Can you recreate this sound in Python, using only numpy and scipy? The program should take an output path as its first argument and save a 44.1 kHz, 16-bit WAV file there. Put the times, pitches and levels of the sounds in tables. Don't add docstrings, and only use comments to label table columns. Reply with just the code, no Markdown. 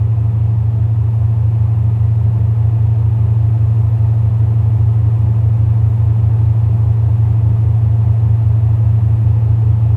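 import sys
import numpy as np
from scipy import signal
from scipy.fft import rfft, irfft, next_fast_len
from scipy.io import wavfile

SR = 44100
rng = np.random.default_rng(int(sys.argv[2]) if len(sys.argv) > 2 else 0)


def pcm_store(signal):
    levels = np.round(np.clip(np.atleast_2d(signal), -1, 1) * 32767)
    wavfile.write(sys.argv[1], SR, levels.astype(np.int16).T)


def voltage_ratio(decibels):
    exponent = np.asarray(decibels, float) / 20
    return 10 ** exponent


N = 439236

BIG_SET_ORDERS = [(4, -53.5), (5, -52.0), (6, -38.5), (7, -21), (8, -25), (9, -12.5), (10, -58.5),
                  (11, -48.5), (18, -56.0), (20, -66), (21, -69), (23, -57), (24, -52.5), (25, -56.5),
                  (26, -58.5), (27, -61.5), (30, -62), (31, -67.5), (36, -64), (43, -69.5)]
SMALL_SET_ORDERS = [(5, -60), (6, -46.5), (7, -50), (8, -43.5), (9, -25.5), (10, -43.5), (13, -40.5),
                    (14, -40.5), (15, -48), (16, -53), (17, -56.5), (18, -54.5), (21, -53.5), (27, -57),
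                    (29, -65), (32, -57.5), (33, -63), (35, -58.5), (36, -62.5)]
# time_s, firing_hz, crank_lead_rad (of firing), load_db
BIG_SET_RUN = [(0, 112.874, 1.4, 0), (10, 112.874, 1.4, 0)]
# time_s, firing_hz, crank_lead_rad (of firing), load_db
SMALL_SET_RUN = [(0, 82.86, -1.2, -.5), (1.75, 82.86, -1.5, -1.2), (3.2, 82.86, -1.6, .8),
                 (4.2, 82.86, -2.3, -2.5), (4.9, 82.86, -2.75, -1.5), (5.8, 82.86, -2.6, 1.2),
                 (8.6, 82.86, -2.9, 1), (10, 82.86, -2.95, 2.8)]
# peak_s, level_db_rms, build_up_s
DUCT_SWELLS = [(.33, -32.5, .28), (.55, -31.5, .14), (.8, -32, .16), (1.14, -37, .15), (1.36, -38.5, .12),
               (1.61, -33.5, .2), (1.97, -33.5, .6), (2.3, -31.5, .15), (2.44, -32.5, .2), (2.76, -40, .08),
               (3.33, -34, .4), (3.8, -35.5, .4), (4.33, -36.5, .3), (4.55, -35.5, .14), (4.88, -37.5, .3),
               (5.33, -31.5, .12), (5.77, -34, .2), (6.18, -31.5, .07), (6.57, -37, .15), (6.74, -32.5, .08),
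               (7.57, -33.5, .9), (7.88, -35.5, .2), (8.07, -32, .13), (8.27, -33, .06), (8.57, -38, .05),
               (8.82, -38.5, .15), (9.04, -34.5, .3), (9.29, -34, .2), (9.82, -35.5, .4)]
# frequency_hz, density_db_per_hz
ROAR_SPECTRUM = [(20, -61.5), (45, -68.5), (95, -50), (135, -56.5), (250, -63.5), (600, -72), (800, -72.1),
                 (1400, -83.5), (2600, -88.5), (5700, -103.9), (8600, -101.6), (9700, -104.6),
                 (12000, -105.4), (15400, -105.5)]
# centre_hz, width_hz, peak_db
DECK_RESONANCES = [(103.6, 12, 5.5), (216, 11, 7.5), (270, 21, -3), (293, 32, 6.5), (342, 5, 4.5),
                   (384.5, 27, 8.5), (389, 13, -13.5), (402, 73, 4.5), (519, 12, 4), (616.5, 14, 9),
                   (653.5, 12, 8.5), (680.5, 18, 7.5), (700, 13, 3.5), (742, 13, 5.5), (810, 23, -2.5),
                   (829, 13, 6), (863, 24, 8.5), (904, 31, 7), (958, 25, 7), (1026.5, 24, 8.5),
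                   (1070, 9.1, -3.5), (1152, 37, 5), (1233, 83, 4.5), (1282, 24, 5.5), (1554, 25, 3.5),
                   (1710, 37, 0.4), (1905, 140, 3.5), (2510, 300, 2.5), (2770, 118, 1.5)]
# delay_ms, signed_strength
DECK_ECHOES = [(3.29, -0.3), (4.9, -0.118), (6.93, 0.022), (10.94, -0.085), (13.17, -0.066), (16.72, 0.031),
               (23.6, 0.036), (32.27, -0.18), (36.01, -0.026)]
# start_s, length_s, pitch_hz, level_db_rms
JOINT_SQUEAKS = [
    (6.12, 0.39, 1580, -63),
    (6.9, 0.32, 1575, -62),
    (7.197, 0.12, 1576, -63),
    (7.85, .15, 1565, -67),
]
# time_s, gain_db
MIC_GAIN = [(0, -0.8), (.8, -1.0), (1.8, -0.27), (4, 0.5), (7, 0.62), (10, 0.73)]

FIRING_ORDER = 9


def in_time(rows):
    time_s, *columns = np.transpose(rows)
    return [np.interp(np.arange(N) / SR, time_s, column) for column in columns]


def drift(rate_hz):
    hop = 40
    pole = np.exp(-2 * np.pi * rate_hz * hop / SR)
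    noise = rng.standard_normal(N // hop + 2002)
    slow = signal.lfilter([1], [1, -2 * pole, pole ** 2], noise)[2000:]
    return np.interp(np.arange(N) / hop, np.arange(len(slow)), slow / slow.std())


def cycle_angle(run):
    firing_hz, lead_rad, load_db = in_time(run)
    firing_rad = 2 * np.pi * firing_hz * np.arange(N) / SR + lead_rad
    return firing_rad / FIRING_ORDER, load_db


def engine(orders, run, unsteady_db):
    angle_rad, load_db = cycle_angle(run)
    stack_phase_rad = {0: 0, 1: np.pi, 2: np.pi, 3: 0}
    exhaust = np.zeros(N)
    for order, level_db in orders:
        below = FIRING_ORDER - order
        random_rad = rng.uniform(0, 2 * np.pi)
        phase_rad = stack_phase_rad.get(below, random_rad)
        waver_db = unsteady_db * min(abs(below), 3) * drift(0.95)
        exhaust += voltage_ratio(level_db + waver_db) * np.cos(order * angle_rad + phase_rad)
    return np.sqrt(2) * voltage_ratio(load_db) * exhaust


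def duct(waver_hz):
    centre_hz, idle_db = 186.7, -47.0
    rise_db, fall_db_per_s = 11.5, 130
    t = np.arange(0, N / SR, 0.002)
    level_db = np.full(len(t), idle_db)
    for peak_s, peak_db, build_s in DUCT_SWELLS:
        before_db = rise_db * (peak_s - t) / max(build_s, 0.02)
        after_db = fall_db_per_s * (t - peak_s)
        loss_db = np.where(t < peak_s, before_db, after_db)
        level_db = np.maximum(level_db, peak_db - loss_db)
    pitch_hz = centre_hz + waver_hz * drift(9)
    envelope = voltage_ratio(in_time(np.transpose([t, level_db]))[0])
    return np.sqrt(2) * envelope * np.sin(2 * np.pi * np.cumsum(pitch_hz) / SR)


def reflections(hz, scatter_db, t60_s):
    near = sum(strength * np.exp(-2j * np.pi * hz * delay_ms / 1000)
               for delay_ms, strength in DECK_ECHOES)
    t = np.arange(SR // 4) / SR
    tail = rng.standard_normal(len(t)) * voltage_ratio(-60 * t / t60_s)
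    scatter = rfft(tail / np.sqrt(np.sum(tail ** 2)), 2 * len(hz) - 2)
    dull = 1 / (1 + (hz / 1000) ** 2)
    return np.abs(1 + near * dull + voltage_ratio(scatter_db) * scatter * (1 - dull))


def roar_and_hiss(flutter):
    size = 2 * next_fast_len(N // 2 + 1)
    hz = np.arange(size // 2 + 1) * SR / size + 1e-3
    curve_hz, curve_db = np.transpose(ROAR_SPECTRUM)
    colour_db = np.interp(np.log(hz), np.log(curve_hz), curve_db)
    for centre_hz, width_hz, peak_db in DECK_RESONANCES:
        colour_db = colour_db + peak_db / (1 + (2 * (hz - centre_hz) / width_hz) ** 2)
    noise = rfft(rng.standard_normal(size)) * voltage_ratio(colour_db) * np.sqrt(SR / 2)

    hiss_share = 1 / (1 + (5000 / hz) ** 8)
    deck = reflections(hz, scatter_db=-18.5, t60_s=0.14)
    roar = irfft(noise * deck * (1 - hiss_share), size)[:N]
    hiss = irfft(noise * hiss_share, size)[:N]

    angle_rad, _ = cycle_angle(BIG_SET_RUN)
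    beat = np.cos(2 * FIRING_ORDER * angle_rad)
    hiss_drift_db = 0.27 * drift(0.4) + 0.3 * drift(6)
    return roar + hiss * (1 + flutter * beat) * voltage_ratio(hiss_drift_db)


def squeaks():
    t = np.arange(N) / SR
    out = np.zeros(N)
    for start_s, length_s, pitch_hz, level_db in JOINT_SQUEAKS:
        stroke = np.sin(np.pi * np.clip((t - start_s) / length_s, 0, 1))
        wavering_hz = pitch_hz + 6 * drift(7.9)
        out += voltage_ratio(level_db) * stroke * np.sin(2 * np.pi * np.cumsum(wavering_hz) / SR)
    return np.sqrt(2) * out


def scene():
    big_set = engine(BIG_SET_ORDERS, BIG_SET_RUN, unsteady_db=0.2)
    small_set = engine(SMALL_SET_ORDERS, SMALL_SET_RUN, unsteady_db=0.53)
    mix = big_set + small_set + duct(waver_hz=3.5) + roar_and_hiss(flutter=0.04) + squeaks()
    return mix[None]


def low_pass(x):
    return signal.sosfilt(signal.butter(12, 16670, fs=SR, output="sos"), x)


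def record(dry):
    gain_db = in_time(MIC_GAIN)[0]
    top_cut = signal.ellip(12, 0.2, 70, 15450, fs=SR, output="sos")
    mix = signal.sosfiltfilt(top_cut, dry * voltage_ratio(gain_db))
    return low_pass(mix)


dry = scene()
out = record(dry)
pcm_store(out)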